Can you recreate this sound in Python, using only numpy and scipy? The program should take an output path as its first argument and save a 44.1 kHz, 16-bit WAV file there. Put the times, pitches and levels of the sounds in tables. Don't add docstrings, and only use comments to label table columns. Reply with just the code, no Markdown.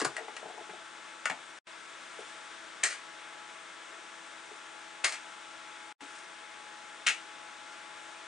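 import sys
import numpy as np
from scipy import signal
from scipy.fft import rfft, irfft, next_fast_len
from scipy.io import wavfile
from scipy.ndimage import uniform_filter1d

SR = 44100
rng = np.random.default_rng(int(sys.argv[2]) if len(sys.argv) > 2 else 0)


def magnitude_from_level(level_db):
    exponent = np.asarray(level_db, float) / 20
    return 10 ** exponent


def generate_wav(signal):
    frames = np.transpose(np.atleast_2d(signal))
    scaled = np.clip(frames, -1, 1) * 32767
    pcm = np.round(scaled).astype(np.int16)
    wavfile.write(sys.argv[1], SR, pcm)


N = 364707

# hz, left_minus_right_db
TILT = [(60, 1.5), (110, 1.2), (190, 1.4), (340, 1), (600, 6.4), (1060, 7.2), (1880, 4.6), (3340, 2.7),
        (5940, 1.0), (10500, 2.8)]
# hz, left_leads_rad
LEAD = [(30, 0.7), (950, -0.036), (2600, -0.46), (4650, -0.31), (5700, 0), (7700, 0.03), (9500, -0.19)]


def on_log(hz, table):
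    f, v = np.transpose(table)
    return np.interp(np.log(np.maximum(hz, 1)), np.log(f), v)


def walk(rate_hz):
    k = int(SR / rate_hz)
    held = np.repeat(rng.standard_normal(N // k + 1), k)
    return 1.314 * uniform_filter1d(uniform_filter1d(held, k), k)[:N]


def highpass(order, hz, x):
    return signal.sosfilt(signal.butter(order, hz, "high", fs=SR, output="sos"), x)


def fade(t60_s, length_s):
    return np.exp(-np.log(1000) * np.arange(int(length_s * SR)) / SR / max(t60_s, .002))


def body(modes):
    t = np.arange(int(.25 * SR)) / SR
    ring = 0
    for k, (hz, db, t60_s) in enumerate(modes):
        ring = ring + (-1) ** k * magnitude_from_level(db) * fade(t60_s, .25) * np.sin(2 * np.pi * hz * t)
    return ring


def strike(modes, push, peak_db):
    ring = signal.fftconvolve(push, body(modes))
    return ring * magnitude_from_level(peak_db) / np.abs(ring).max()


def add(track, start_s, sound, pan_db):
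    i = int(start_s * SR)
    track[:, i:i + len(sound)] += np.outer(magnitude_from_level([pan_db / 2, -pan_db / 2]), sound)


def gestures(t, rows, rise_db_s, fall_db_s):
    gain = 0
    for start_s, length_s, db in rows:
        before_s = np.maximum(start_s - t, 0)
        after_s = np.maximum(t - start_s - length_s, 0)
        gain = gain + magnitude_from_level(db - rise_db_s * before_s - fall_db_s * after_s)
    return gain


def rush():
    # hz, db_per_hz
    air = [(18, -88.5), (30, -30.5), (257, -14.5), (327, -12), (560, -12.5), (648, -13), (769, -14.5),
           (827, -8.5), (890, -11.5), (1350, -7.5), (2420, -11.5), (3490, -12.5), (4340, -18.5),
           (8390, -19), (10200, -27), (13300, -69), (22000, -120)]
    # hz, width_hz, level_db
    cabinet = [(1540, 50, 3.1), (1660, 680, 2), (3670, 420, 2), (340, 20, 1.1), (91.5, 5.9, 7),
               (650, 40, 4.5), (2150, 200, 2.2)]
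    # hz, likeness (-1..1)
    likeness = [(60, -.2), (130, -.4), (260, .25), (550, .3), (1150, .77), (2400, .76), (5000, .74),
                (10500, .62)]
    rush_db = -48 - 1.44
    size = next_fast_len(N)
    hz = np.fft.rfftfreq(size, 1 / SR)
    shape_db = on_log(hz, air)
    for f, width_hz, db in cabinet:
        shape_db = shape_db + db / (1 + ((hz - f) / width_hz * 2) ** 2)
    alike = np.clip(on_log(hz, likeness), -.95, .95)
    one, other = rfft(rng.standard_normal((2, size)))
    side = magnitude_from_level(on_log(hz, TILT) / 2) * np.exp(.5j * on_log(hz, LEAD))
    left = one * side
    right = (alike * one + np.sqrt(1 - alike ** 2) * other) / side
    pair = magnitude_from_level(shape_db) * np.array([left, right])
    out, swell = 0, walk(1.5)
    half_octaves = 2 * np.log2(np.maximum(hz, 1) / 25)
    for band in range(19):
        share = np.clip(1 - np.abs(half_octaves - band), 0, 1)
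        gain = magnitude_from_level(0.4 * swell + 0.47 * walk(12.))
        out = out + gain * irfft(pair * share, size)[:, :N]
    return out * magnitude_from_level(rush_db) / np.sqrt(np.mean(out.mean(0) ** 2))


def tone(hz, rms_db, wobble_db):
    turn = 2 * np.pi * (np.cumsum(hz) / SR + rng.random())
    pan_db = on_log(np.mean(hz), TILT)
    lead_rad = on_log(np.mean(hz), LEAD) + .3 * rng.standard_normal()
    wave = np.sin(turn + np.array([[lead_rad], [0]])) * magnitude_from_level([[pan_db / 2], [-pan_db / 2]])
    return np.sqrt(2) * magnitude_from_level(rms_db + wobble_db * walk(6.)) * wave


def rotors(t):
    # time_s, blade_rate_hz, rms_db
    fast_rotor = [(0, 839, -57), (1.2, 860.4, -61), (1.8, 849.5, -70.5), (2.37, 848, -57.5),
                  (2.6, 849, -67.5), (3.4, 844, -57), (3.7, 844, -68), (4.15, 848.5, -63.5),
                  (4.55, 849, -64), (4.8, 848, -59.5), (5.6, 848.6, -61), (5.9, 843.5, -54.5),
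                  (6.3, 845.4, -62), (6.77, 843.5, -56.5), (7.1, 843.5, -60), (7.67, 845, -56),
                  (8.3, 846, -59)]
    # multiple, rms_db
    fast_overtones = [(2, -65), (3, -67.5), (4, -69)]
    # multiple, rms_db
    slow_orders = [(1, -68.5), (2, -68.5), (3, -68), (4, -63)]
    # hz, rms_db
    other_tones = [(921, -73.5), (1130, -67), (1384, -62.5), (2164, -70.5), (2988, -92.5), (5647, -74.5),
                   (6234, -86)]
    time_s, rate_hz, fast_db = np.transpose(fast_rotor)
    fast_hz = np.interp(t, time_s, rate_hz) * (1 + 0.000593 * walk(3.))
    slow_hz = 329.9 * (1 + 0.000947 * walk(2.98))
    out = tone(fast_hz, np.interp(t, time_s, fast_db), 0.92)
    out += sum(tone(k * fast_hz, db, 0.86) for k, db in fast_overtones)
    out += sum(tone(k * slow_hz, db, 1.0) for k, db in slow_orders)
    out += sum(tone(hz * (1 + 0.002027 * walk(7.)), db, 1.1) for hz, db in other_tones)
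    return out


def strokes():
    # start_s, peak_db, cap_hz, bounce_db (against landing)
    presses = [
        (2.8359, -18.5, 2060, -8.5),
        (5.044, -17.5, 2170, -9),
        (7.068, -15, 2500, -2.5),
    ]
    # start_s, peak_db
    releases = [
        (2.905, -34),
        (5.121, -31),
        (7.109, -32),
    ]
    # late_s, clack_db, thud_db, snap_db (against peak), pitch_share
    landing = [
        (-.004, -4.5, -20.5, -14.5, 1.152),
        (0, -1, -13, 2, 1.016),
        (.003, -5, -23, -8, 1.07),
    ]
    bounces = [
        (.009, 2, -28, -8, 0.877),
        (.017, -3.5, -26, -2, 1.03),
        (.024, -13.5, -29, -8.5, 1.05),
        (.031, -9, -29, -14, .95),
    ]
    spring_back = [
        (0, 0, -9, -2.5, 1.017),
        (.017, -6.5, -29, -9, 1.05),
    ]
    thud_db_per_octave, snap_db_per_octave = -29.5, -18.5
    rows = []
    for (down_s, peak_db, hz, bounce_db), (up_s, up_db) in zip(presses, releases):
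        octaves = np.log2(hz / 2000)
        stages = ((landing, down_s, peak_db), (bounces, down_s, peak_db + bounce_db),
                  (spring_back, up_s, up_db))
        for stage, start_s, stage_db in stages:
            for late_s, clack, thud, snap, share in stage:
                clack_db = stage_db + clack
                thud_db = stage_db + thud + thud_db_per_octave * octaves
                snap_db = stage_db + snap + snap_db_per_octave * octaves
                t60_s = 0.014 * np.exp(-0.1457 * (clack_db + 20))
                rows.append((start_s + late_s, clack_db, thud_db, snap_db, t60_s, share * hz))
    return rows


def taps():
    # start_s, clack_db, thud_db, snap_db, cap_hz
    touches = [(0, -30, -33, -28.5, 1420), (.006, -26.5, -42, -35, 1930), (.0146, -23, -45, -31, 1200),
               (.021, -29.5, -47, -38, 1830), (.0468, -27, -39.5, -24, 2010), (0.05, -18.5, -48, -27, 1155),
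               (.056, -34, -46, -38, 1940), (.1656, -25, -45, -34, 1820), (.182, -35, -43, -58, 1900),
               (.282, -36.5, -38, -58, 1310), (.365, -33.5, -45, -41, 1900), (.695, -39.5, -50, -72, 2150),
               (1.2552, -18.5, -33, -28, 1980), (1.2585, -25.5, -32.5, -37, 2060),
               (1.2975, -24.5, -34.5, -34, 1740), (1.302, -26, -41, -42, 2280),
               (1.309, -39, -34, -48, 1890)]
    rows = []
    for start_s, clack_db, thud_db, snap_db, hz in touches:
        t60_s = 0.016 * np.exp(-0.0433 * (clack_db + 20))
        rows.append((start_s, clack_db, thud_db, snap_db, t60_s, hz))
    return rows


def keys(contacts):
    # pitch_multiple, level_db, t60_s
    cap_modes = [(0.547, -6, 0.0044), (.75, -8, 0.017), (0.919, 3, 0.0059), (1.06, 5, 0.0047),
                 (1.197, -7.5, 0.014), (1.45, -6, 0.0044)]
    # hz, level_db, t60_s
    tray_modes = [(436, -25.5, 0.1), (765, 9, 0.014), (1030, -22, 0.084)]
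    # hz, level_db, t60_s
    snap_modes = [(3650, -10.5, .0015), (4560, 0, .0015), (5590, 0, .0015), (6400, 0.5, .0017),
                  (8200, -1, .0017), (9560, -6, .0015)]
    pan_db = 5
    track = np.zeros((2, N))
    grits = rng.standard_normal((len(contacts), 3, 4410))
    for (start_s, clack_db, thud_db, snap_db, t60_s, hz), grit in zip(contacts, grits):
        push = grit * fade(t60_s, .1) * (1 - fade(.0025, .1))
        cap = [(k * hz, db, ring_s) for k, db, ring_s in cap_modes]
        add(track, start_s, strike(cap, push[0], clack_db + 0.25), pan_db)
        add(track, start_s, strike(tray_modes, push[1], thud_db + 1.5), pan_db + 1.5)
        add(track, start_s, strike(snap_modes, push[2], snap_db + 4.5), pan_db - 4.0)
    return np.array([np.roll(track[0], 1), track[1]])


def knocks(t):
    # start_s, peak_db, upper_minus_lower_db
    rocking = [(0.015, -27, -18), (.046, -23.5, -4), (0.098, -36, -2), (.18, -35, 13), (.279, -34, 6.5),
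               (.355, -50, -14), (.427, -31, 5), (.455, -30, 5), (.497, -33, 7), (.578, -33, 7),
               (.607, -35, -2), (.691, -33, 0), (.732, -34, 7), (.779, -51, 12), (2.188, -37, -15),
               (4.513, -37.5, -3), (6.02, -40, -5)]
    # hz, level_db, t60_s
    bench_low = [(330, -6, 0.0093), (431, 11.5, 0.029), (546, -9, 0.023)]
    bench_high = [(723, 3.5, 0.044), (615, -6, 0.039), (838, -3.5, 0.069), (1050, -8.5, 0.065)]
    # start_s, length_s, rms_db
    scuffs = [
        (0, .03, -51),
        (0.174, 0.043, -69),
        (0.432, 0.14, -53.5),
        (3.898, .1, -61),
    ]
    track = np.zeros((2, N))
    grits = rng.standard_normal((len(rocking), 2, 1764))
    for (start_s, db, upper_db), grit in zip(rocking, grits):
        push = grit * fade(.025, .04) * (1 - fade(.008, .04))
        add(track, start_s, strike(bench_low, push[0], db - upper_db / 2 - 9.5), 5.)
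        add(track, start_s, strike(bench_high, push[1], db + upper_db / 2 - 9.5), 6.)
    stumble = rng.standard_normal(N) * magnitude_from_level(4.1 * walk(40.))
    drag = signal.fftconvolve(stumble, body(bench_low) + 1.3 * body(bench_high))[:N]
    add(track, 0, drag / np.std(drag) * gestures(t, scuffs, rise_db_s=124, fall_db_s=91.5), 5.5)
    return track


def booms():
    # start_s, peak_db, pitch_hz
    blows = [(0.018, -31.5, 334), (0.055, -42.5, 148), (.449, -58, 172), (0.699, -57, 182),
             (1.299, -48, 183), (1.309, -48, 265), (2.19, -39.5, 470), (2.841, -64.5, 130),
             (2.842, -41.5, 410), (5.05, -46, 380), (6.015, -48, 296.3), (7.071, -59, 218.5)]
    decay_cycles = 16
    track = np.zeros((2, N))
    for start_s, db, hz in blows:
        cycles = np.arange(int(2 * SR / hz)) * hz / SR
        push = np.hanning(len(cycles)) * np.sin(2 * np.pi * cycles)
        add(track, start_s, strike([(hz, 0, decay_cycles / hz)], push, db), 5.)
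    return track


def brush(t):
    # start_s, length_s, rms_db
    passes = [
        (2.09, 0.27, -59.5),
        (6.02, .23, -56),
    ]
    hiss = highpass(2, 4000, rng.standard_normal(N) + .5 * rng.standard_normal((2, N)))
    return hiss * gestures(t, passes, rise_db_s=252, fall_db_s=500) * magnitude_from_level(2.5 * walk(65.0))


def room(dry):
    t60_s, room_db = 0.18, -1
    shared, own = rng.standard_normal(SR // 2), rng.standard_normal((2, SR // 2))
    grain = 0.88 * shared + 0.53 * own
    dull = signal.sosfilt(signal.butter(1, 3000, fs=SR, output="sos"), grain)
    tail = dull * fade(t60_s, .5) + (grain - dull) * fade(0.76 * t60_s, .5)
    tail[:, :int(.004 * SR)] = 0
    tail /= np.sqrt(np.mean(np.sum(tail ** 2, axis=1)))
    return magnitude_from_level(room_db) * signal.fftconvolve(dry, tail, axes=1)[:, :N]


def scene():
    t = np.arange(N) / SR
    struck = highpass(3, 420, keys(strokes()))
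    tapped = highpass(3, 420, keys(taps()))
    near = tapped + highpass(4, 260, knocks(t)) + highpass(2, 60, booms())
    echo = room(magnitude_from_level(-2.5) * near + struck)
    return rush() + rotors(t) + near + struck + echo + brush(t)


def band_limit(x):
    return signal.sosfilt(signal.butter(12, 11140, fs=SR, output="sos"), x)


def record(dry):
    # start_s, end_s, smear_db, fall_out_db_s, fall_in_db_s
    dropouts = [
        (1.5882, 1.6696, -17, 1500, 1300),
        (5.9262, 6.0072, -24, 800, 1500),
    ]
    out = highpass(1, 90, dry)
    out = signal.sosfilt(signal.ellip(14, .3, 60, 10000, fs=SR, output="sos"), out)
    t = np.arange(N) / SR
    for start_s, end_s, smear_db, fall_out, fall_in in dropouts:
        depth_s = np.minimum(t - start_s, end_s - t)
        early = t < (start_s + end_s) / 2
        leak_db = np.where(early, smear_db - fall_out * depth_s, -13 - fall_in * depth_s)
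        out = out * np.where(depth_s > 0, magnitude_from_level(leak_db) * (depth_s < .026), 1)
    return band_limit(out)


dry = scene()
out = record(dry)
generate_wav(out)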